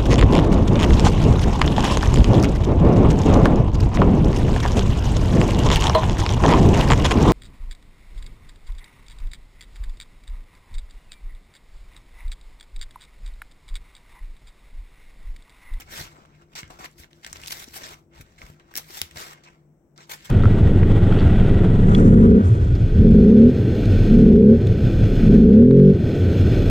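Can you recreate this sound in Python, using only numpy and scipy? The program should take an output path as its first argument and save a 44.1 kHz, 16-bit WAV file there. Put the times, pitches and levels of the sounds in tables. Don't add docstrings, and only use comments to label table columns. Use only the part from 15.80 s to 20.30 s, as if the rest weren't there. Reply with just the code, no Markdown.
import sys
import numpy as np
from scipy import signal
from scipy.fft import rfft, irfft
from scipy.io import wavfile
from scipy.ndimage import uniform_filter1d

SR = 44100
rng = np.random.default_rng(int(sys.argv[2]) if len(sys.argv) > 2 else 0)


def gain_from_db(level_db):
    decades = np.asarray(level_db, float) / 20
    return 10 ** decades


def put_to_file(sound):
    columns = np.atleast_2d(sound).T
    safe = np.clip(columns, -1, 1)
    whole_steps = np.round(safe * 32767)
    wavfile.write(sys.argv[1], SR, whole_steps.astype(np.int16))


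N = 198567

# (peak time [s], pressure [dB], rise per 20 dB [ms], fall per 20 dB [ms], sheen [dB])
TURNS = [(.008, -52, 40, 20, 12), (.02, -47, 33, 19, -8), (0.172, -41.5, 86, 119, -3),
         (.626, -66, 400, 54, -17), (1.201, -59, 45, 53, 5), (1.241, -58.5, 102, 39, -7.5),
         (1.56, -47, 16, 17, -9), (1.655, -50.5, 200, 16, -5.5), (1.724, -41, 23, 24, 5),
         (1.965, -42, 32, 49, 4), (2.336, -60.5, 30, 100, -22), (2.412, -55, 9, 22, 13),
         (2.691, -61, 30, 108, -4), (2.931, -66, 299.5, 19, -18), (2.982, -45, 23, 45, 6.5),
         (3.181, -45.5, 129.5, 70, 4), (3.317, -60, 100, 150.5, -10), (3.395, -45, 50, 129, 3),
         (3.701, -62.5, 30, 123, -17), (4.318, -44, 21, 61, 1), (4.455, -46.5, 19, 33, 0.5),
         (4.502, -43.5, 13, 20, -7), (.745, -64.5, 77, 10, -11), (.122, -48.5, 44, 44, 1.5),
         (.79, -51, 33, 40, 5)]
# (start [s], length [s], pressure [dB], sheen [dB], page body [dB])
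DRAGS = [(0.117, .13, -48.5, -1.5, 4), (0.356, 0.084, -66, -17, 11.5), (3.432, .1, -51.5, -7, 3),
         (1.049, 0.0038, -46, -3, 4), (0.7535, 0.052, -43, -9, -3.5), (0.932, 0.076, -64.5, -10, 7),
         (0.989, 0.059, -49.5, -9.5, 7), (1.07, 0.064, -72.5, 0, -6), (1.181, 0.048, -61.5, 5, -7),
         (1.305, 0.15, -72.5, -7, -3), (1.671, 0.012, -47.5, 6, -4), (1.738, 0.1, -49, 1, 1.5),
         (1.858, 0.066, -61, 0, -3), (2.009, .13, -49, -5.5, 1.5), (2.347, .07, -59.5, -8, -2),
         (2.437, .13, -68, -11, -3.5), (2.594, 0.094, -60.5, -4.5, 2), (3.017, 0.033, -62.5, -3, -15),
         (3.105, 0.11, -54.5, 1, -3.5), (3.36, 0.07, -47, -6, 4), (3.655, 0.029, -56.5, -25, 1),
         (4.177, 0.053, -60.5, -19, 4), (4.295, 0.049, -45.5, -1, 0), (4.37, 0.11, -58.5, -10, -10)]
# (time [s], pressure [dB], fall per 20 dB [ms], sheen [dB], page body [dB])
FLICKS = [(.078, -56.5, 100, -26, 5), (.251, -56, 250, -13.5, 5), (.841, -56, 168, -21, -1.5),
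          (0.903, -53.5, 84, -4, 11), (1.432, -53, 30, -14, -8), (1.448, -46, 11, -15, -11),
          (1.464, -51.5, 108, -9, 1), (1.505, -57, 40, 2, 0), (1.704, -47, 30, 7, -7),
          (1.938, -47.5, 62, 0, -1), (2.171, -64, 60, -3.5, 4), (2.586, -50.5, 15, -12, -6),
          (2.617, -59, 29, -15, 16), (3.218, -50.5, 44, 3, 11.5), (3.235, -58.5, 101, 4, -6),
          (3.544, -57.5, 142, -22, 1.5), (4.184, -54, 40, -18, 2), (4.297, -52.5, 69, -7, 11),
          (2.955, -47.5, 60, 1, -3), (1.985, -54, 60, -11, 14), (4.496, -52, 17, -14, 17),
          (2.8, -60.5, 60, -26, -2), (2.912, -61, 60, -8, 6), (4.27, -68, 40, -4, 3)]
# (start [s], length [s], pressure [dB], edge [dB])
SCUFFS = [
    (0.756, .045, -52, 13),
    (2.035, 0.027, -51.5, 16.5),
    (3.636, 0.016, -62, 9),
    (4.205, 0.038, -60.5, 9.5),
    (4.161, .006, -67.5, 6),
    (1.87, 0.014, -63.5, 10),
]
# (frequency [Hz], density [dB per Hz])
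FILM_SPECTRUM = [(150, -8.5), (500, -5.5), (1100, 0), (1400, 3.5), (2150, 4), (3100, 0), (5500, -5),
                 (8000, -7), (9500, -13), (13000, -8), (16000, -14)]
# (frequency [Hz], width [Hz], level [dB])
CAVITIES = [(2150, 105, -7), (5630, 390, -3), (7490, 290, -2)]
# (time [s], peak [dB], centre [Hz])
TICKS = [(0.0204, -30.5, 2350), (0.451, -35.5, 1200), (0.7347, -36, 3200), (0.831, -23, 1990),
         (1.0583, -20.5, 2150), (1.2345, -30.5, 2150), (1.243, -30.5, 1411), (1.3308, -33, 3070),
         (1.4462, -19, 1940), (1.5287, -13.5, 6700), (1.5583, -24, 2110), (1.529, -26.5, 1400),
         (1.113, -42, 7500), (2.914, -36, 900), (4.4975, -20, 1100), (1.6357, -20.5, 2880),
         (1.6604, -20, 4000), (1.723, -15, 4200), (2.4103, -32, 2200), (2.5815, -39, 2200),
         (2.617, -25, 2040), (2.7975, -35.5, 1890), (3.637, -37, 2217), (3.6735, -34, 2250),
         (4.1775, -28, 5260), (4.204, -37, 2010), (4.4073, -32, 2060)]
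# (time [s], peak [dB],
# centre [Hz], sheen [dB])
CRACKS = [(.9019, -41, 2080, -15), (1.044, -23.5, 2220, -28), (1.184, -39, 2420, -17),
          (1.3119, -45, 2070, -17), (1.4642, -19.5, 1957, -11), (1.6157, -30.5, 5000, -6),
          (1.6747, -18.5, 5830, -28), (1.681, -18.5, 4130, -22), (1.7074, -16.5, 2150, -24),
          (1.8418, -25, 5740, -13), (2.09, -29, 5030, -23), (2.6653, -32, 2120, -14),
          (2.736, -45.5, 2310, -23), (1.567, -31.5, 5000, -18.5), (2.939, -27, 1590, -4),
          (2.9543, -15.5, 5220, -1), (2.9644, -14, 5430, 1), (2.9757, -17, 6430, 4),
          (2.981, -17, 7540, 2.5), (2.9827, -17.5, 5910, 1.5), (3.146, -30, 7260, -15.5),
          (3.311, -30, 2010, -30), (3.3724, -23, 4400, -13), (1.9335, -38, 3000, -14),
          (0.7531, -26.5, 4940, -15), (1.4335, -38, 2260, -25), (1.4662, -27, 6500, -10),
            (1.474, -32, 4500, -3), (1.498, -36, 5500, -8), (1.508, -40, 2200, -12),
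            (1.5165, -42, 7000, -12), (1.533, -31, 7000, -18), (1.5697, -29, 4000, -18),
            (1.599, -35.5, 2230, -20), (1.62, -35.5, 2300, -13.5), (1.628, -38, 2500, -15),
            (1.632, -33, 3000, -18.5), (1.645, -35, 2500, -15), (1.669, -32, 2200, -30),
            (1.671, -26, 4500, -4), (1.698, -33, 2200, -15), (1.703, -26, 6000, -8),
            (1.711, -24, 5800, -12), (1.7174, -22, 6500, -6), (1.7212, -18.5, 6000, -15),
            (1.7258, -22, 5800, -16), (1.752, -31, 2200, -18), (2.9725, -15, 5530, 2.5),
            (2.9769, -16, 5500, 6), (2.9853, -22.5, 3500, -7.5), (2.9945, -30, 4500, -10),
            (3.2162, -7, 10100, -17), (3.218, -24, 3300, -8), (.457, -46, 3000, -15), (.62, -46, 1500, -30),
            (4.2953, -30, 4500, -12), (4.305, -31, 5500, -10), (1.4465, -24, 4000, -11),
            (0.7557, -28, 4300, -14), (2.35, -47, 2500, -20), (2.379, -38, 2300, -25),
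            (3.0945, -38, 3000, -12), (2.0665, -32, 2300, -15), (.878, -44, 6000, -10),
            (1.192, -40, 2980, -10), (3.382, -28, 2100, -20)]
# (time [s], peak [dB], centre [Hz], breadth [dB], sheen [dB])
POCKET_CRACK = (3.2159, -11, 2700, 7, 4)
# (start [s], length [s], level [dB], first pitch [Hz], last pitch [Hz])
GLIDES = [
    (1.96, 0.217, -57.5, 780, 200),
    (3.357, .05, -51.5, 750, 500),
    (2.05, .03, -52, 650, 600),
    (1.0, .06, -64, 700, 470),
    (4.297, 0.062, -52, 1070, 840),
    (2.0, 0.081, -55, 350, 230),
]
# (time [s], peak [dB], pitch [Hz], T60 [s])
THUDS = [(0.2095, -29.5, 47, 0.033), (.2122, -30, 150, 0.024), (0.831, -33, 133, 0.034),
         (1, -38, 200, 0.033), (1.2, -37.5, 65, 0.055), (3.3575, -37, 99, .04), (2.407, -35.5, 61, 0.038),
         (2.4, -40.5, 67, 0.062), (2.423, -38.5, 97, .03), (2.955, -37.5, 310, .02), (2.973, -36, 330, .03),
         (3.2165, -29, 800, .012), (2.7, -35, 90, .04), (.385, -41.5, 320, 0.026), (3.217, -36, 84, 0.12),
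         (3.1, -42, 370, 0.056)]
# (time [s], peak [dB], pitch [Hz], T60 [s])
STACK_KNOCKS = [
    (.753, -40, 820, 0.04),
    (1.962, -37.5, 765, 0.043),
    (4.312, -35.5, 848, 0.037),
    (4.4995, -24, 160, 0.03),
]
# (time [s], peak [dB], pitch [Hz], T60 [s])
LIFTS = [
    (1.879, -35, 258, .025),
    (1.5165, -39, 50, .05),
    (3.371, -39, 150, .03),
    (2.638, -40, 40, .08),
    (4.496, -34, 120, .03),
]
# (peak time [s], level [dB], rise per 20 dB [s], fall per 20 dB [s])
PUFFS = [(.1, -54.5, 6, .5), (.22, -42, .3, .16), (.5, -59, .5, 4), (.83, -47, .02, .32),
         (1.06, -64, 2, .2), (1.2, -57, .03, .1), (1.52, -47, .1, .45), (1.92, -54, .2, .5),
         (2.15, -53, .2, .04), (2.4, -45, .06, .15), (2.65, -43, .1, .05), (.74, -58, .1, .05),
         (0, -47, .1, .1), (3.7, -60, .05, .2), (2.85, -62.5, 1.5, .05), (2.99, -55, .2, .8),
         (3.23, -47.5, .02, .07), (3.37, -47, .14, .04), (3.99, -69, 2.5, .6), (4.31, -65, .05, 2),
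         (4.5, -52, .18, .1)]
# (frequency [Hz], likeness [0 to 1])
PAGE_LIKENESS = [(100, 0.82), (500, 1), (1200, 0.82), (3000, 0.37), (7000, 0.16), (14000, 0.1)]
# (frequency [Hz], left minus right [dB])
PAGE_LEAN = [(100, 3), (500, 8), (1000, 2.5), (2200, -2.5), (5000, 1), (10000, 4), (15000, 8)]
# (frequency [Hz], delay [samples])
RIGHT_DELAY = [(200, 11), (700, 14), (1500, 20), (16000, 21)]
# (frequency [Hz], density [dB per Hz])
ROOM_SPECTRUM = [(25, -33), (53, -4), (110, -16.5), (200, -7), (400, -14.5), (600, -18), (1100, -29.5),
                 (2200, -38), (4900, -63), (5400, -49), (6800, -54), (7800, -47), (8600, -49), (9000, -65),
                 (16000, -47.5)]
# (frequency [Hz], likeness [0 to 1])
ROOM_LIKENESS = [(60, 0.5), (180, 0.99), (550, 0.72), (1650, 0.13), (4970, 0.014), (15000, 0.047)]
# (frequency [Hz], left minus right [dB])
ROOM_LEAN = [(60, 1), (150, 1.5), (380, 5.5), (950, 3.5), (2380, 0), (5980, 24), (15000, 18)]
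# (frequency [Hz], width [Hz], rms level [dB])
MACHINE_HUM = [
    (150.9, 11, -61),
    (339, 14, -66.5),
]

GRIP_S, LET_GO_S, FLICK_S = 0.002, 0.026, 0.0087
EDGE_DB, EDGE_PER_SHEEN = 4.5, 0.39
BODY_DB, BODY_PER_PRESSURE = -3, -0.27
SCUFF_SHEEN_DB = -12
TICK_BREADTH_DB, TICK_SHEEN_DB, TICK_T60_S = -23.5, -25.5, 0.0081
CRACK_BREADTH_DB, CRACK_T60_S, POCKET_T60_S = -5, 0.0073, 0.0053
GLIDE_BREADTH = 0.42
ROOM_DB = -58.5
CONTROL_STEP = 16


def rub():
    pressure_db, edge_db, sheen_db, body_db = strokes()
    s = np.arange(len(sheen_db)) * CONTROL_STEP / SR
    hz, t, z = blend(slips(), PAGE_LIKENESS, PAGE_LEAN, size=256)
    top = np.clip((hz - 8000) / 1500, 0, 1)[:, None]
    middle = np.clip((hz - 2700) / 900, 0, 1)[:, None] - top
    bottom = np.clip((1700 - hz) / 500, 0, 1)[:, None]
    tilt_db = middle * np.interp(t, s, edge_db)
    tilt_db = tilt_db + top * (np.interp(t, s, sheen_db) + 5.5)
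    tilt_db = tilt_db + bottom * (np.interp(t, s, body_db) + 7.5)
    patches = uniform_filter1d(rng.standard_normal(z.shape[1:]), 3, 0)
    patches_db = 2.4 * evened(uniform_filter1d(patches, 9, 1))
    z *= gain_from_db(read(FILM_SPECTRUM, hz)[:, None] + tilt_db + patches_db)
    film = signal.istft(z, nperseg=256)[1][:, :N]
    return film * gain_from_db(np.interp(np.arange(N) / SR, s, pressure_db) + 7.5)


def slips():
    clump = gain_from_db(6.0 * evened(uniform_filter1d(rng.standard_normal(N), 300)))
    happens = rng.random(N) < 500 * clump / SR
    size = gain_from_db(4.3 * np.minimum(rng.exponential(1, N), 3)) * happens
    decay = np.exp(-np.arange(600) / (0.0011 * SR))
    flare = signal.oaconvolve(size ** 2, decay)[:N]
    power = 0.8 + 0.5 * abs(flare) / flare.mean()
    return evened(np.sqrt(power) * rng.standard_normal((2, N)))


def strokes():
    rows = []  # (power, sheen dB, body dB, edge dB)
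    for s, db, rise_ms, fall_ms, sheen_db in TURNS:
        power = swell(s, 0, db, rise_ms / 1000, fall_ms / 1000)
        rows.append((power, sheen_db, 0, EDGE_DB + EDGE_PER_SHEEN * sheen_db))
    for s, length, db, sheen_db, body_db in DRAGS:
        power = swell(s, length, db, GRIP_S, LET_GO_S)
        rows.append((power, sheen_db, body_db, EDGE_DB + EDGE_PER_SHEEN * sheen_db))
    for s, db, fall_ms, sheen_db, body_db in FLICKS:
        power = swell(s, 0, db, FLICK_S, fall_ms / 1000)
        rows.append((power, sheen_db, body_db, EDGE_DB + EDGE_PER_SHEEN * sheen_db))
    for s, length, db, edge_db in SCUFFS:
        rows.append((swell(s, length, db, GRIP_S, LET_GO_S), SCUFF_SHEEN_DB, 0, edge_db))
    power, sheen_db, body_db, edge_db = map(np.array, zip(*rows))
    total = power.sum(0)
    share = power / total
    pressure_db = 10 * np.log10(total)
    body_curve_db = body_db @ share + BODY_DB + BODY_PER_PRESSURE * (pressure_db + 54.5)
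    return pressure_db, edge_db @ share, sheen_db @ share, body_curve_db


def snaps():
    out, t = np.zeros((2, N)), np.arange(1500) / SR
    broad = signal.butter(2, [1300, 11000], "band", fs=SR)
    bright = signal.butter(3, 9500, "high", fs=SR)
    events = [(*POCKET_CRACK, POCKET_T60_S)]
    events += [(*row, TICK_BREADTH_DB, TICK_SHEEN_DB, TICK_T60_S) for row in TICKS]
    for s, db, hz, sheen_db in CRACKS:
        events.append((s, db, hz, CRACK_BREADTH_DB, sheen_db, CRACK_T60_S))
    for s, db, hz, breadth_db, sheen_db, t60 in events:
        fade = gain_from_db(-60 * t / t60) + gain_from_db(-24 - 60 * t / 0.04) + 0.7 * gain_from_db(-60 * t / 0.002)
        burst = rng.standard_normal((2, len(t))) * fade * (1 - np.exp(-t / 0.00015))
        centre = resonate(resonate(burst, hz, 0.32 * hz), hz, 3.2 * hz)
        parts = centre, signal.lfilter(*broad, burst), signal.lfilter(*bright, burst)
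        for part, share_db in zip(parts, (-3, breadth_db - 1, sheen_db + 3)):
            add(out, s, gain_from_db(db - 4.5 + share_db) * part / abs(part).max(1, keepdims=True))
    z = blend(out, PAGE_LIKENESS, PAGE_LEAN, size=128)[2]
    return signal.istft(z, nperseg=128)[1][:, :N]


def glides():
    out = np.zeros(N)
    for s, length, db, from_hz, to_hz in GLIDES:
        noise = rng.standard_normal(SR // 2)[:int(length * SR)]
        u = np.linspace(0, 1, len(noise))
        pitch = from_hz * (to_hz / from_hz) ** u
        turn = np.exp(2j * np.pi * np.cumsum(pitch) / SR)
        r = np.exp(-np.pi * GLIDE_BREADTH * (from_hz + to_hz) / 2 / SR)
        hum = (turn * signal.lfilter([1], np.poly([r, r]), noise / turn)).real
        add(out, s, gain_from_db(db) * evened(hum) * np.sqrt(np.sin(np.pi * u ** 0.66)))
    return lean_left(out, 2)


def thuds():
    out, t = np.zeros(N), np.arange(6000) / SR
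    events = [(1, *row) for row in THUDS + STACK_KNOCKS] + [(-1, *row) for row in LIFTS]
    for sign, s, db, hz, t60 in events:
        fade = gain_from_db(-60 * t / max(t60, 0.01)) * (1 - np.exp(-t / 0.00037))
        add(out, s, sign * gain_from_db(db + 0.5) * np.cos(2 * np.pi * hz * t) * fade)
    return lean_left(out, 1.2)


def heave():
    power = sum(swell(s, 0, db, rise, fall) for s, db, rise, fall in PUFFS)
    band = signal.butter(2, [28, 105], "band", fs=SR, output="sos")
    shared, opposed = signal.sosfilt(band, rng.standard_normal((2, N)))
    low = evened(lean_left(shared, 1.1) + 0.068 * opposed * np.array([[1], [-1]]))
    return low * np.sqrt(np.repeat(power, CONTROL_STEP)[:N]) * gain_from_db(-3.5)


def walls(x):
    t = np.arange(12000) / SR
    tail = rng.standard_normal((2, len(t))) * gain_from_db(-60 * t / 0.18) * (t > 0.003)
    tail = signal.lfilter([1], [1, -0.5], tail)
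    return signal.fftconvolve(x, tail / np.linalg.norm(tail[0]), axes=1)[:, :N]


def room():
    hz, t, z = blend(rng.standard_normal((2, N)), ROOM_LIKENESS, ROOM_LEAN, size=2048)
    z = z * gain_from_db(read(ROOM_SPECTRUM, hz))[:, None]
    wash = evened(signal.istft(z, nperseg=2048)[1][:, :N])
    hum = np.zeros(N)
    for line_hz, width, db in MACHINE_HUM:
        line = resonate(resonate(rng.standard_normal(N), line_hz, width), line_hz, width)
        hum += gain_from_db(db) * evened(line)
    return gain_from_db(ROOM_DB - 3.5) * wash + lean_left(hum, 1.4)


def swell(s, hold, db, rise, fall):
    t = np.arange(N // CONTROL_STEP + 1) * CONTROL_STEP / SR
    early, late = np.maximum(s - t, 0), np.maximum(t - s - hold, 0)
    return gain_from_db(db - 20 * early / max(rise, 1e-3) - 20 * late / max(fall, 1e-3)) ** 2 + 1e-14


def blend(pair, likeness, lean, size):
    hz, t, (a, b) = signal.stft(pair, SR, nperseg=size)
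    c = np.clip(read(likeness, hz), -1, 1)[:, None]
    z = np.array([a, c * a + np.sqrt(1 - c ** 2) * b])
    gain_db = np.array([0.5, -0.5])[:, None] * read(lean, hz)
    return hz, t, z * gain_from_db(gain_db)[..., None]


def lean_left(x, db):
    return x * gain_from_db([[db], [-db]])


def resonate(x, hz, width):
    r = np.exp(-np.pi * width / SR)
    return 2 * signal.lfilter([1 - r], [1, -r * np.exp(2j * np.pi * hz / SR)], x).real


def evened(x):
    return x / np.sqrt(np.mean(x ** 2) + 1e-20)


def read(points, hz):
    f, value = np.transpose(points)
    return np.interp(np.log(hz + 1), np.log(f + 1), value)


def add(mix, s, sound):
    part = mix[..., round(s * SR):][..., :sound.shape[-1]]
    part += sound[..., :part.shape[-1]]


def scene():
    pages = rub() + snaps()
    pages = pages + sum(gain_from_db(db) * resonate(pages, hz, width) for hz, width, db in CAVITIES)
    left, right = pages + thuds() + glides()
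    hz = np.fft.rfftfreq(N, 1 / SR)
    delay = np.exp(-2j * np.pi * hz * read(RIGHT_DELAY, hz) / SR)
    right = irfft(rfft(right) * delay, N)
    return np.array([left, right]) + gain_from_db(-15.0) * walls(pages) + heave() + room()


def low_pass(x):
    return signal.sosfilt(signal.butter(12, 16830, fs=SR, output="sos"), x)


def record(dry):
    limited = signal.oaconvolve(dry, signal.firwin(255, 16100, fs=SR)[None], "same")
    return low_pass(limited)


dry = scene()
out = record(dry)
put_to_file(out)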